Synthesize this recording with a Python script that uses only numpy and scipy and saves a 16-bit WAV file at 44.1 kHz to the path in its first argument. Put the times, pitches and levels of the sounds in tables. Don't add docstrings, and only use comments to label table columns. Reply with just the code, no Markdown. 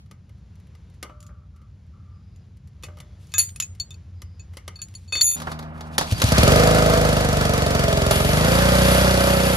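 import sys
import numpy as np
from scipy import signal
from scipy.fft import rfft, irfft, next_fast_len
from scipy.io import wavfile
from scipy.ndimage import uniform_filter1d

SR = 44100
rng = np.random.default_rng(int(sys.argv[2]) if len(sys.argv) > 2 else 0)


def generate_wav(sig):
    pcm = np.round(np.clip(np.atleast_2d(sig).T, -1, 1) * 32767).astype(np.int16)
    wavfile.write(sys.argv[1], SR, pcm)


def voltage_ratio(decibels):
    exponent = np.asarray(decibels, float) / 20
    return 10 ** exponent


N = 421596
TIME, SIZE = np.arange(N) / SR, next_fast_len(N + 2048)
HZ = np.arange(SIZE // 2 + 1) * SR / SIZE + 1e-3
CUT_S = 5.36
EFFORT_MID_DB, SPEED_MID = -20, 26
RASP_EDGE_S = 0.032

# time [s], level [dB].
EFFORT = [(6.05, -45), (6.1, -35.5), (6.31, -19.5), (6.4, -14), (6.5, -16), (6.7, -19.5), (6.96, -21.5),
          (7.3, -22.5), (8.04, -21.5), (8.3, -21), (8.55, -19.5), (8.89, -18.5), (9.25, -21), (9.56, -23)]
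# time [s], level [dB].
SPRAY = [
    (8.1, -31),
    (8.234, -37),
    (8.672, -34),
    (8.948, -31),
    (9.176, -36),
    (9.56, -34),
]
# frequency [Hz], level [dB per Hz].
CRACK = [(120, -65.5), (400, -38.5), (1200, -10), (3000, 0), (6000, 0), (8500, -8.5), (11000, -1),
         (13500, -14.5), (15800, -46.5)]
# frequency [Hz], level [dB per Hz].
RUSTLE = [(880, -27.5), (1500, -19.5), (2530, 0.5), (3050, -1.5), (4510, 0), (7980, -9), (11300, -7.5),
          (15700, -28.5)]


def rms_one(x):
    return x / np.sqrt(np.mean(x ** 2) + 1e-20)


def in_time(rows):
    s, *columns = np.transpose(rows)
    return [np.interp(TIME, s, c) for c in columns]


def between(rows, fade_s=.004):
    return np.clip(np.minimum(TIME - rows[0][0], rows[-1][0] + fade_s - TIME) / fade_s, 0, 1)


def bout(start_s, length_s, fade_s):
    return between([(start_s,), (start_s + length_s,)], fade_s)


def at_hz(points):
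    hz, value = np.transpose(points)
    return np.interp(np.log(HZ), np.log(hz), value)


def noise(spectrum):
    return rms_one(irfft(rfft(rng.standard_normal(SIZE)) * voltage_ratio(at_hz(spectrum)), SIZE)[:N])


def drift(rate):
    knots = rng.standard_normal(int(N / SR * rate) + 2)
    return np.interp(TIME * rate, np.arange(len(knots)), knots)


def ring(x, hz, t60):
    r, w = voltage_ratio(-60 / (t60 * SR)), 2 * np.pi * hz / SR
    return signal.lfilter([0, np.sin(w)], [1, -2 * r * np.cos(w), r * r], x + 1e-18)


def die_away(x, t60):
    return signal.lfilter([1], [1, -voltage_ratio(-60 / (t60 * SR))], x)


def resonance(x, hz, width_hz):
    r = np.exp(-np.pi * width_hz / SR)
    poles = [1, -2 * r * np.cos(2 * np.pi * hz / SR), r * r]
    return signal.lfilter([(1 - r * r) / 2, 0, (r * r - 1) / 2], poles, x)


def narrow_noise(hz, width_hz):
    return resonance(resonance(rng.standard_normal(N), hz, width_hz), hz, width_hz)


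def add(out, s, sound):
    part = out[round(s * SR):][:len(sound)]
    part += sound[:len(part)]


def contact_at(cycles, share, lead_s):
    passes = np.diff(np.floor(cycles - share), prepend=0.) > 0
    return np.roll(passes, -round(lead_s * SR)) * 1.


def exhaust(cycles, speed, exhaust_db, load, strength):
    # frequency [Hz], width [Hz], level [dB].
    chambers = [(66.7, 10.7, 4), (113.6, 64, 3.5), (142.7, 115, 2), (273.6, 54, -2)]
    suck_share, suck_width, suck_db = 0.1786, 0.013, 1.5
    idle_turn = 0.28 * (1 - load) * contact_at(cycles, 0.485, 0.00805)
    pushes = (contact_at(cycles, 0, 0.00909) + idle_turn) * strength
    puff = signal.lfilter(*signal.butter(2, [38, 210], "band", fs=SR), pushes)
    boom = sum((-1) ** k * voltage_ratio(db) * resonance(puff, hz, w) for k, (hz, w, db) in enumerate(chambers))
    boom = voltage_ratio(exhaust_db + 1.0) * boom / np.sqrt(uniform_filter1d(boom ** 2, size=9000) + 1e-12)
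    suck = np.exp(-.5 * ((cycles % 1 - suck_share) / suck_width) ** 2)
    return boom - voltage_ratio(exhaust_db + suck_db) * suck * strength * np.clip(speed / SPEED_MID, 0, 1)


def engine_shell(cycles, shell_db, load, blow_strength, seat_strength):
    # frequency [Hz], level [dB], t60 [s].
    casing = [(520, 7, 0.028), (632, 11, 0.069), (730, -17, 0.0071), (1250, -3.5, 0.14)]
    seating, seat_loaded, rebound = 0.63, 0.98, 0.29
    blows = (contact_at(cycles, 0, 0.006724) + rebound * contact_at(cycles, 0, 0.0046)) * blow_strength
    seat_level = seating * (1 - (1 - seat_loaded) * load)
    blows -= seat_level * contact_at(cycles, 0, -0.00438) * seat_strength
    shell = sum(voltage_ratio(db) * ring(blows, hz, t60) for hz, db, t60 in casing)
    running = TIME > 6.6
    return voltage_ratio(shell_db + 0.6) * shell / np.sqrt(np.mean(shell[running] ** 2))


def pump(cycles, exhaust_db, choke, load):
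    multiples = [2, 6, 12, 13, 16, 18, 19, 23, 25, 28, 30, 9, 10, 11, 17, 20, 21, 22, 26, 27]
    # level [dB against the exhaust] on choke, in bypass, while spraying.
    order_levels = [(-4, -9, -15), (-8.5, -15, -4), (-39, -40, -12), (-20, -21, -12.5), (-6, -22, -10),
                    (-4, -13.5, -2), (-12, -8, -4), (-2.5, -13.5, -15), (-1, -15, -39), (-12, -13, -19.5),
                    (-29, -10, -27), (-14, -47, -21), (-43, -25, -20), (-13, -13, -18.5), (-38.5, -54, -19),
                    (-30, -29, -18), (-9, -14, -13), (-41, -25, -11), (-28, -23, -31), (-20, -21, -22.5)]
    cam_lead, sixth_lead = 0.034, 0.079
    wobble = cycles + cam_lead + 0.0079 * drift(21)
    hum = np.zeros(N)
    for k, (choke_db, db, loaded_db) in zip(multiples, order_levels):
        level_db = db + choke * (choke_db - db) + load * (loaded_db - db) + 2.0 * drift(4.3)
        turn = wobble + (k == 6) * (sixth_lead - cam_lead)
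        hum += voltage_ratio(level_db) * np.sin(2 * np.pi * k * turn)
    return hum * voltage_ratio(exhaust_db) * np.clip((TIME - 6.35) / 0.29, 0, 1)


def valve_tick(cycles, load, blow_strength, seat_strength):
    # frequency [Hz], width [Hz], level [dB].
    cover_bands = [(4380, 130, 8.6), (5760, 190, 1.2), (7240, 490, 3.5), (3130, 400, 2)]
    rattles_per_s, rattle_db, rattle_t60_s = 80, -19, 0.02
    gate = die_away(contact_at(cycles, 0, 0.0066) * seat_strength ** 2, 0.04)
    gate = uniform_filter1d(gate, size=70)
    cover = voltage_ratio(3 * rng.standard_normal((int(cycles[-1]) + 2, len(cover_bands))))
    cover = cover[(cycles + .5).astype(int)].T
    white = rng.standard_normal(N)
    colour = voltage_ratio(4.0) * noise(CRACK)
    for (hz, width_hz, db), uneven in zip(cover_bands, cover):
        colour += voltage_ratio(db) * uneven * resonance(white, hz, width_hz)
    tick = gate * colour
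    struck = contact_at(cycles, 0, .0052) * blow_strength ** 3
    tick += voltage_ratio(2.5 + 5.3 * load) * ring(struck, 4710, .018)
    hits = rng.random(N) < rattles_per_s / SR
    loose = hits * voltage_ratio(rattle_db + 2.4 * np.minimum(rng.exponential(1, N), 4))
    return tick + die_away(loose + 1e-18, rattle_t60_s) * noise(CRACK)


def clatter(cycles, clatter_db):
    # frequency [Hz], level [dB per Hz].
    clatter_colour = [(150, -7), (300, -12), (600, -2), (900, -8),
                      (1300, -5), (2000, -11.5), (3000, -16.5), (4600, -15), (7000, -21), (9000, -25.5),
                   (11000, -23.5), (13500, -29.5), (15700, -40.5)]
    throb = 1 + 0.048 * np.cos(2 * np.pi * (cycles - .05)) + 0.038 * np.cos(12 * np.pi * cycles)
    return voltage_ratio(clatter_db + 2.0 + 1.0 * drift(46)) * throb * noise(clatter_colour)


def engine():
    # time [s], firings per s.
    crank_speed = [(6.0, 7.81), (6.159, 7.57), (6.256, 10.63), (6.466, 22.52), (6.592, 26.44),
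                   (6.708, 26.9), (7.061, 25.96), (7.369, 24.28), (7.699, 23.28), (8.029, 21.59),
                   (8.208, 21.84), (8.46, 27.53), (8.591, 29.57), (8.692, 30.35), (9.047, 31.11),
                   (9.56, 30.43)]
    # level at middle effort [dB], share of the effort's swing, rise [dB per octave of speed],
    # extra on choke [dB], extra while spraying [dB].
    layer_levels = [
        (-26.5, 0.74, 3.5, 3, -7),
        (-28, 0.95, 6.5, 1.4, 0),
        (-27.5, 1, -4.5, 1.5, 0.5),
    ]
    choke_off_s, choke_fade_s, load_rise_s = 7.25, .2, 0.98
    (exhaust_db,), (speed,) = in_time(EFFORT), in_time(crank_speed)
    choke = np.clip((choke_off_s - TIME) / choke_fade_s, 0, 1)
    load = np.clip((TIME - SPRAY[0][0]) / load_rise_s, 0, 1)
    swing_db, octaves = exhaust_db - EFFORT_MID_DB, np.log2(speed / SPEED_MID)
    shell_db, clatter_db, tick_db = [
        db + share * swing_db + octave_db * octaves + choke_db * choke + load_db * load
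        for db, share, octave_db, choke_db, load_db in layer_levels]
    cycles = np.cumsum(speed * (TIME >= crank_speed[0][0])) / SR
    strength = voltage_ratio(0.34 * rng.standard_normal((int(cycles[-1]) + 2, 3)))
    puff_strength, blow_strength, seat_strength = strength[(cycles + .4).astype(int)].T
    out = exhaust(cycles, speed, exhaust_db, load, puff_strength)
    out += engine_shell(cycles, shell_db, load, blow_strength, seat_strength)
    out += pump(cycles, exhaust_db, choke, load)
    out += clatter(cycles, clatter_db)
    out += voltage_ratio(tick_db) * valve_tick(cycles, load, blow_strength, seat_strength)
    return between(EFFORT, 0.018) * out


def chuffs():
    # time [s], level [dB].
    escapes = [
        (6.121, -6),
        (6.238, -5),
    ]
    clicks = np.zeros(N)
    for s, db in escapes:
        clicks[round(s * SR)] = voltage_ratio(db)
    return ring(uniform_filter1d(clicks, size=90), 106, 0.079)


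def spray():
    # frequency [Hz], level [dB per Hz].
    jet_colour = [(1000, 0), (3000, 9.5), (6000, -2), (8500, -1.5), (11000, 9), (13500, -2), (15500, -42)]
    spray_db, = in_time(SPRAY)
    return between(SPRAY, 0.024) * voltage_ratio(spray_db + 2.5 + 1.3 * drift(9.5)) * noise(jet_colour)


def wrench():
    # start [s], peak [dB], bending modes [dB], jaw mode [dB], time until the grip stops them [s].
    clinks = [(2.8336, -32, -42, -41, 0.086), (3.3194, -30, -49, -47, 0.038),
              (3.3395, -10, -36, -52.5, 0.31), (3.3815, -1, -31, -24, 0.18),
              (3.5604, -19.5, -37, -49, 0.021), (3.6009, -1, -28.5, -40, 0.023),
              (3.6235, -16, -33, -58, 0.06), (3.7992, -16, -50, -17, 0.083),
              (3.9066, -27, -48.5, -50, 0.078), (3.9423, -39.5, -43, -39, 0.025),
              (4.3952, -38, -55, -51, 0.1), (4.7569, -37, -56, -39, 0.091), (4.789, -48.5, -53, -41, 0.11),
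              (4.817, -16.5, -53.5, -31, 0.079), (4.9507, -28.5, -66, -38, 0.073),
              (5.078, -42, -67, -53, 0.58), (5.123, -20, -33, -23.5, 0.86), (5.1572, -31, -40.5, -29, 1.2),
              (5.1703, -15, -42, -35, 0.21), (5.2105, -1, -51.5, -44, 1.8),
              (5.214, -15.5, -50, -5.5, 0.031), (5.268, -46, -47, -33.5, 3.4), (3.392, -27, -42, -12, 0.09),
              (5.212, -39.5, -45.5, -48, 0.16)]
    # ring mode [dB], the other upper modes [dB].
    upper_shifts = [(0, 0), (-5, -4), (-13, -12), (4, 13), (23, -2.5), (-1, -1), (11.5, 9), (-13, 8.5),
                    (4, -4.5), (2, 2), (-1, -4.5), (26, 25), (42, 11), (6, 8), (28.5, 10), (22.5, 22.5),
                    (16, 1), (-3, -3), (-10, -1), (5.5, 7), (-3, 3), (-2, 1), (50, 35.5), (-5, 0)]
    # low pair [dB], upper bending mode [dB], shank modes [dB], its side modes [dB].
    lower_shifts = [(-9, 0, -0.5, 0), (-7.5, -3.5, -3, -4), (10.5, 0, 0, -9), (-4, -7.5, -1, 2.5),
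                    (-4, 1, -6, 0), (-6, 13, -11, 7), (-18, -13, 3, -1.5), (-5.5, 12, 2, -6),
                    (-1, 7, -6.5, -1), (-13, -5, 2, 0), (0, -4, -0.5, 1.5), (-2, 0, -3, -1),
                    (10, -5, -5, 0), (6, 0, 0, 1.5), (0, 0, 1, -2), (0, -8, -3, 0.5), (-2, -8, -1.5, -2),
                    (4, 7.5, -3.5, 2), (0, 8, -4, 4), (2, 4, 4, -6), (0.5, 0, 0.5, -2), (-12, -13, 0, 0),
                    (-8.5, -7, -0.5, 2), (-20, 13, -1.5, 0)]
    # start [s], peak [dB].
    touches = [
        (1.2045, -30),
        (1.228, -31),
        (1.266, -32),
        (2.361, -43),
        (3.27, -36.5),
        (3.2934, -44.5),
        (3.491, -21.5),
    ]
    mode_hz = [1235, 1635, 2560, 3583, 4446, 6815, 6901, 7050, 8576, 9905, 11190, 12380, 13370, 15460]
    # level in its group [dB], free t60 [s].
    steel_modes = [(-15, 0.34), (-14.5, 0.24), (0, 1.3), (-5, 3), (-3, 0.45), (-3, 0.73), (-4, 1.2),
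                   (-5, 0.79), (-26.5, 0.85), (-2, 1.7), (-6.5, 0.31), (-11.5, 3), (-16.5, 1), (-32, 1.4)]
    touch_bend_db, touch_jaw_db, touch_shank_db, touch_grip_s = -43, -31, -7, 0.016
    shank_slope, shank_db = 0.96, -14
    loose_db = 3.5
    unheld_t60_s, unheld_db = 0.41, 0.5
    slide_db, slide_step_s, swell_s = 3.5, .024, .002

    out, cracks, unheld, t = np.zeros(N), np.zeros(N), np.zeros(N), TIME[:SR // 3]
    hz, (mode_db, free_t60) = np.array(mode_hz)[:, None], np.transpose(steel_modes)
    group = np.digitize(mode_hz, [4000, 5500, 8000])
    blows = [(*clink, upper, lower) for clink, upper, lower in zip(clinks, upper_shifts, lower_shifts)]
    for s, db in touches:
        blows.append((s, db, db + touch_bend_db, db + touch_jaw_db, touch_grip_s,
                      (0, 0), (0, 0, touch_shank_db, 0)))
    free = np.sin(2 * np.pi * hz * t) * voltage_ratio(5.5 - 60 * t / free_t60[:, None]) * (1 - np.exp(-t / swell_s))
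    for s, peak_db, bending_db, jaw_db, grip_s, upper, lower in sorted(blows):
        (ring_db, upper_db), (low_db, bend_db, shank_shift_db, side_db) = upper, lower
        group_db = [bending_db, jaw_db, shank_slope * peak_db + shank_db, 1.65 * peak_db - 24.0 + upper_db]
        level_db = np.array(group_db)[group] + mode_db
        level_db[[0, 1]] += low_db
        level_db[3] += bend_db + loose_db * np.log2(np.clip(grip_s, .03, .9) * 10)
        level_db[5] += shank_shift_db
        level_db[[6, 7]] += shank_shift_db + side_db
        level_db[9] += ring_db - upper_db
        chance = rng.standard_normal((len(hz), 16))
        steps_s = np.arange(16) * slide_step_s
        shifting_db = np.array([np.interp(t, steps_s, slide_db * row) for row in chance])
        grip = voltage_ratio(-60 * (t / np.clip(grip_s, .03, 3)) ** 1.004)
        out[round(s * SR):] *= np.clip(1 - 2 * voltage_ratio(peak_db), .1, 1)
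        add(out, s, grip * np.sum(free * voltage_ratio(level_db[:, None] + shifting_db), axis=0))
        escaped = voltage_ratio(level_db[8] + unheld_db - 60 * t / unheld_t60_s)
        add(unheld, s, escaped * np.sin(2 * np.pi * hz[8] * t))
        add(cracks, s, voltage_ratio(peak_db - 18.0) * (voltage_ratio(-60 * t / 0.0086) + voltage_ratio(-10.5 - 60 * t / 0.1)))
    return out + unheld + cracks * noise(CRACK)


def struck_body(events, modes, ring_db):
    contact, hard, bright, t = np.zeros(N), np.zeros(N), np.zeros(N), TIME[:9000]
    for s, peak_db, bright_db, t60 in events:
        fade = voltage_ratio(peak_db - 60 * t / np.clip(t60, .01, .3))
        rub = fade + voltage_ratio(peak_db - 11.5 - 60 * t / 0.26)
        add(contact, s, rub)
        add(hard, s, voltage_ratio(0.66 * bright_db + 6.0) * rub)
        add(bright, s, voltage_ratio(bright_db) * fade)
    white = rng.standard_normal(N)
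    body = np.zeros(N)
    for hz, db, t60 in modes:
        drive = hard if hz > 1600 else contact
        body += voltage_ratio(db + 1.0 * drift(25)) * ring(white * drive, hz, t60)
    return voltage_ratio(ring_db) * body + voltage_ratio(2.0) * bright * noise(CRACK)


def starter_clacks():
    # start [s], peak [dB], brightness [dB].
    clack_events = [(5.401, -28, -12), (5.419, -25.5, -14), (5.471, -10, -57), (5.517, -20.5, -19),
                    (5.591, -26, -16), (5.626, -31, -20), (5.778, -46, -12), (5.808, -27.5, -15.5),
                    (5.981, -9, -7), (6.011, -12, -21), (6.113, -26.5, -6), (6.181, -31, -8),
                    (6.2, -28, -5), (6.218, -9.5, -8.5), (6.287, -28, 2), (8.11, -7, -12)]
    # frequency [Hz], level [dB], t60 [s].
    housing_modes = [(575, -12, 0.013), (870, 0.5, 0.0058), (1230, 2, 0.0049), (1780, 3, 0.0033),
                     (3830, 10, 0.0016), (4500, -9, 0.0078)]
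    return struck_body([(*clack, .045) for clack in clack_events], housing_modes, ring_db=-29.0)


def tool_knocks():
    # start [s], peak [dB], brightness [dB], t60 [s].
    knock_events = [(0.06, -56, -12, 0.05), (0.112, -38, -13.5, 0.049), (0.293, -47, -17, 0.046),
                    (0.381, -63.5, -10.5, 0.05), (0.555, -67, 4, .03), (0.6, -67, 4, .03),
                    (0.67, -67, 3, .04), (0.751, -46.5, -12, 0.032), (0.9, -65, 2, .03),
                    (0.94, -69, 2, 0.089), (1.028, -25, -8, 0.042), (1.096, -30, -61, 0.033),
                    (1.562, -60, -6, 0.06), (1.616, -50, -21, 0.06), (1.865, -74, 1, .03),
                    (2.57, -71, 7, .04), (2.674, -67, 6, 0.057), (2.865, -64, 4, .02),
                    (3.75, -55, -1, 0.037), (2.835, -35, -6.5, 0.088), (2.885, -30.5, -44, 0.033),
                    (2.971, -37.5, -20, 0.054), (2.986, -49, -5, 0.025), (2.826, -50, 2, 0.017),
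                    (3.002, -38.5, -7, 0.053), (3.339, -39.5, 11, 0.014), (3.3815, -48, 19, 0.017),
                    (3.39, -48, 16, 0.16), (3.61, -56, 6, 0.08), (1.29, -42, -60, 0.21),
                    (1.045, -35, -43, .13), (2.9, -58, -27, 0.14), (3.6, -42, 5, 0.02),
                    (4.219, -37, -7, 0.045), (4.536, -43.5, -14, 0.054), (4.57, -33.5, -5.5, 0.043),
                    (4.679, -25, -11, 0.038), (4.885, -55, 5.5, 0.017), (4.94, -48, -3, 0.028),
                    (5.123, -24.5, -19, 0.075), (5.154, -17.5, -8.5, 0.014), (5.221, -38, -11, .02),
                    (5.238, -48, -13, .025), (5.265, -51, -8, .03), (5.297, -44, -1, .02),
                    (5.314, -37, -8, 0.045), (5.345, -38, -20, .03)]
    # frequency [Hz], level [dB], t60 [s].
    frame_modes = [(354, -15.5, 0.025), (562, -2.5, 0.02), (840, 1.5, 0.0044), (1234, 2, 0.017),
                   (1500, -8.5, 0.024), (2073, 7, 0.01), (2900, 1, 0.012), (4340, -11.5, 0.014),
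                   (5620, -7.5, 0.01)]
    return struck_body(knock_events, frame_modes, ring_db=-33.0)


def squeal(rows, waver_rate):
    hz, squeal_db = in_time(rows)
    tone = np.sin(2 * np.pi * np.cumsum(hz) / SR)
    return between(rows) * voltage_ratio(squeal_db + 3.0 * drift(waver_rate)) * tone


def pulley_squeak():
    # time [s], frequency [Hz], level [dB].
    pulley = [
        (6.1, 3910, -52),
        (6.125, 4330, -49),
        (6.15, 4540, -40),
        (6.165, 4680, -34),
        (6.185, 4780, -46),
    ]
    return squeal(pulley, 54)


def jaw_squeals():
    # time [s], frequency [Hz], level [dB].
    off_nut = [
        (3.42, 4480, -48),
        (3.45, 4780, -49),
        (3.48, 4600, -54),
        (3.51, 4500, -62),
    ]
    drawn_back = [
        (3.0, 3600, -62),
        (3.06, 3450, -73),
        (3.17, 3350, -77),
    ]
    return squeal(off_nut, 60) + squeal(drawn_back, 60)


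def frame_tube():
    # start [s], level [dB].
    tube_hits = [
        (1.098, -53.5),
        (2.87, -52.5),
    ]
    t = TIME[:SR // 2]
    out = np.zeros(N)
    for s, db in tube_hits:
        add(out, s, voltage_ratio(db - 60 * t / 1.0) * np.sin(2 * np.pi * 600 * t))
    return out


def handling():
    # start [s], length [s], level [dB].
    rustle_bouts = [
        (3.173, 0.2, -63),
        (4.515, .07, -64.5),
        (4.85, .2, -68),
    ]
    level = sum(bout(s, length, 0.041) * voltage_ratio(db) for s, length, db in rustle_bouts)
    return voltage_ratio(4.0 * drift(30)) * noise(RUSTLE) * level


def scatter():
    # frequency [Hz], level [dB per Hz].
    wall_colour = [(150, -22), (500, -6), (1000, -3), (2200, 4), (4500, -1), (9000, -7), (15000, -30)]
    level = between(EFFORT, 0.22) * voltage_ratio(in_time(EFFORT)[0] - 10)
    return level * noise(wall_colour) * [[1], [-1]]


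def driveway():
    # time [s], rustle level [dB].
    hand_rustle = [
        (5.36, -51.5),
        (5.52, -53),
        (5.58, -88),
        (5.832, -61.5),
        (5.97, -58),
        (6.032, -40),
        (6.15, -43),
        (6.32, -31),
    ]
    # frequency [Hz], level [dB].
    motor_hum = [(78.5, -39), (156.1, -38), (235, -43), (312.2, -53), (390, -57.5)]
    # frequency [Hz], level [dB per Hz].
    street_colour = [(30, -3), (80, -7), (160, -1), (260, -7.5), (400, -15.5), (700, -7), (1400, -15.5),
                     (3000, -31), (6000, -68), (10000, -66.5)]
    rustle_db, = in_time(hand_rustle)
    hum = sum(voltage_ratio(db + 1.0 + 1.1 * drift(13.0)) * np.sin(2 * np.pi * hz * TIME) for hz, db in motor_hum)
    rustle = between(hand_rustle) * voltage_ratio(rustle_db + 6.0 * drift(40)) * noise(RUSTLE)
    street = (voltage_ratio(-42.5) + voltage_ratio(rustle_db - 6.5)) * noise(street_colour)
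    return (TIME > CUT_S) * (hum + street) + rustle


def near_air():
    # time [s], level [dB].
    truck_levels = [
        (0, -50.5),
        (2.7, -51),
        (3.4, -38.5),
        (5.1, -40),
        (5.36, -50),
    ]
    # frequency [Hz], level [dB per Hz].
    rumble_colour = [(15, -58), (25, -33.5), (55, 0.5), (75, 3), (97, 0), (198, -10), (221, -17.5),
                     (311, -30), (343, -38.5), (500, -56.5), (650, -79.5), (1100, -120)]
    air_colour = [(180, -28), (300, -2), (532, -7.5), (637, -10.5), (5090, -21.5), (7180, -26.5),
                  (8190, -50), (9300, -31.5), (12000, -38), (15000, -62.5)]
    truck_db, = in_time(truck_levels)
    air_db = -67 + 0.27 * (truck_db - truck_levels[0][1])
    rumble = voltage_ratio(-44.5) * noise(rumble_colour)
    truck = voltage_ratio(truck_db - 2.5) * rms_one(narrow_noise(88.3, 10.3))
    return rumble + truck + voltage_ratio(air_db + 1.5 * drift(1.7) + 1.2 * drift(5.4)) * noise(air_colour)


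def far_rasp():
    # start [s], length [s], level [dB].
    rasp_bouts = [
        (1.047, 0.4, -58),
        (1.53, 0.13, -64.5),
        (1.914, 0.29, -64.5),
    ]
    # frequency [Hz], width [Hz], level [dB].
    rasp_bands = [(1180, 85, 5.5), (1320, 120, 2)]
    rasp = rms_one(sum(voltage_ratio(db) * narrow_noise(hz, w) for hz, w, db in rasp_bands))
    sag_db_per_s = 21
    return rasp * sum(bout(s, length, RASP_EDGE_S) * voltage_ratio(db - sag_db_per_s * np.abs(TIME - s))
                      for s, length, db in rasp_bouts)


def insect():
    # start [s], length [s], level [dB].
    chirr_bouts = [
        (2.1, 0.32, -79),
        (4.14, 0.284, -72),
    ]
    chirr = rms_one(narrow_noise(4950, 350))
    return chirr * sum(bout(s, length, RASP_EDGE_S) * voltage_ratio(db) for s, length, db in chirr_bouts)


def ports(x, phase, balance, shared):
    turn = np.exp(.5j * np.interp(HZ, *np.transpose(phase))) * voltage_ratio(at_hz(balance) / 2)
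    total, gap = turn + 1 / turn, turn - 1 / turn
    share = np.clip(at_hz(shared), 0, .995)
    tail = rms_one(rng.standard_normal(8000) * voltage_ratio(-60 * TIME[:8000] / 0.2)) / np.sqrt(8000)
    side = share * gap * np.conj(total) / (np.abs(total) ** 2 + 0.23)
    side = side + np.sqrt(1 - share) * rfft(tail, SIZE) * HZ / (HZ + 130)
    return x + irfft(rfft(x, SIZE) * side, SIZE)[:N] * [[1], [-1]]


def scene():
    # frequency [Hz], then
    # left lead [radians], left-right level [dB] or shared share [0-1].
    near_ports = [
        [(0, 0), (5900, -0.2), (8000, -2.7), (10700, -5.8), (15400, -9.6)],
        [(60, .3), (1200, .3), (2500, 1.5), (4400, 4), (7000, .6), (15000, .1)],
        [(60, 1), (130, .99), (260, 0.93), (700, 0.6), (1300, .75), (2400, .97), (4400, 1), (7000, .85), (15000, .9)],
    ]
    far_ports = [
        [(0, 0.0), (300, -.8), (860, -1.9), (2000, -2.4), (4400, -5.6), (8400, -7.8), (15400, -16)],
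        [(60, 0.36), (200, -0.2), (380, -2.5), (700, -5.0), (1290, -3.5), (2380, 0.2), (4400, 3.95), (8120, 0.8), (15000, -0.5)],
        [(60, 0.85), (500, 1), (1000, 0.8), (2200, 0.73), (4500, 0.65), (10000, 0.7)],
    ]
    far = engine() + chuffs() + spray() + starter_clacks() + pulley_squeak() + driveway()
    near = wrench() + tool_knocks() + jaw_squeals() + frame_tube() + handling()
    near += near_air() + far_rasp() + insect()
    near *= np.clip((CUT_S - TIME) / 0.0034, 0, 1)
    return ports(near, *near_ports) + ports(far, *far_ports) + scatter()


def top_cut(x):
    return signal.sosfilt(signal.butter(12, 15890, fs=SR, output="sos"), x)


def record(dry):
    peak_top = .9
    x = signal.sosfilt(signal.butter(3, 36, "high", fs=SR, output="sos"), dry)
    x = peak_top * np.tanh(x / peak_top)
    x = signal.sosfilt(signal.ellip(10, .5, 60, 15880, fs=SR, output="sos"), x)
    return top_cut(x)


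dry = scene()
out = record(dry)
generate_wav(out)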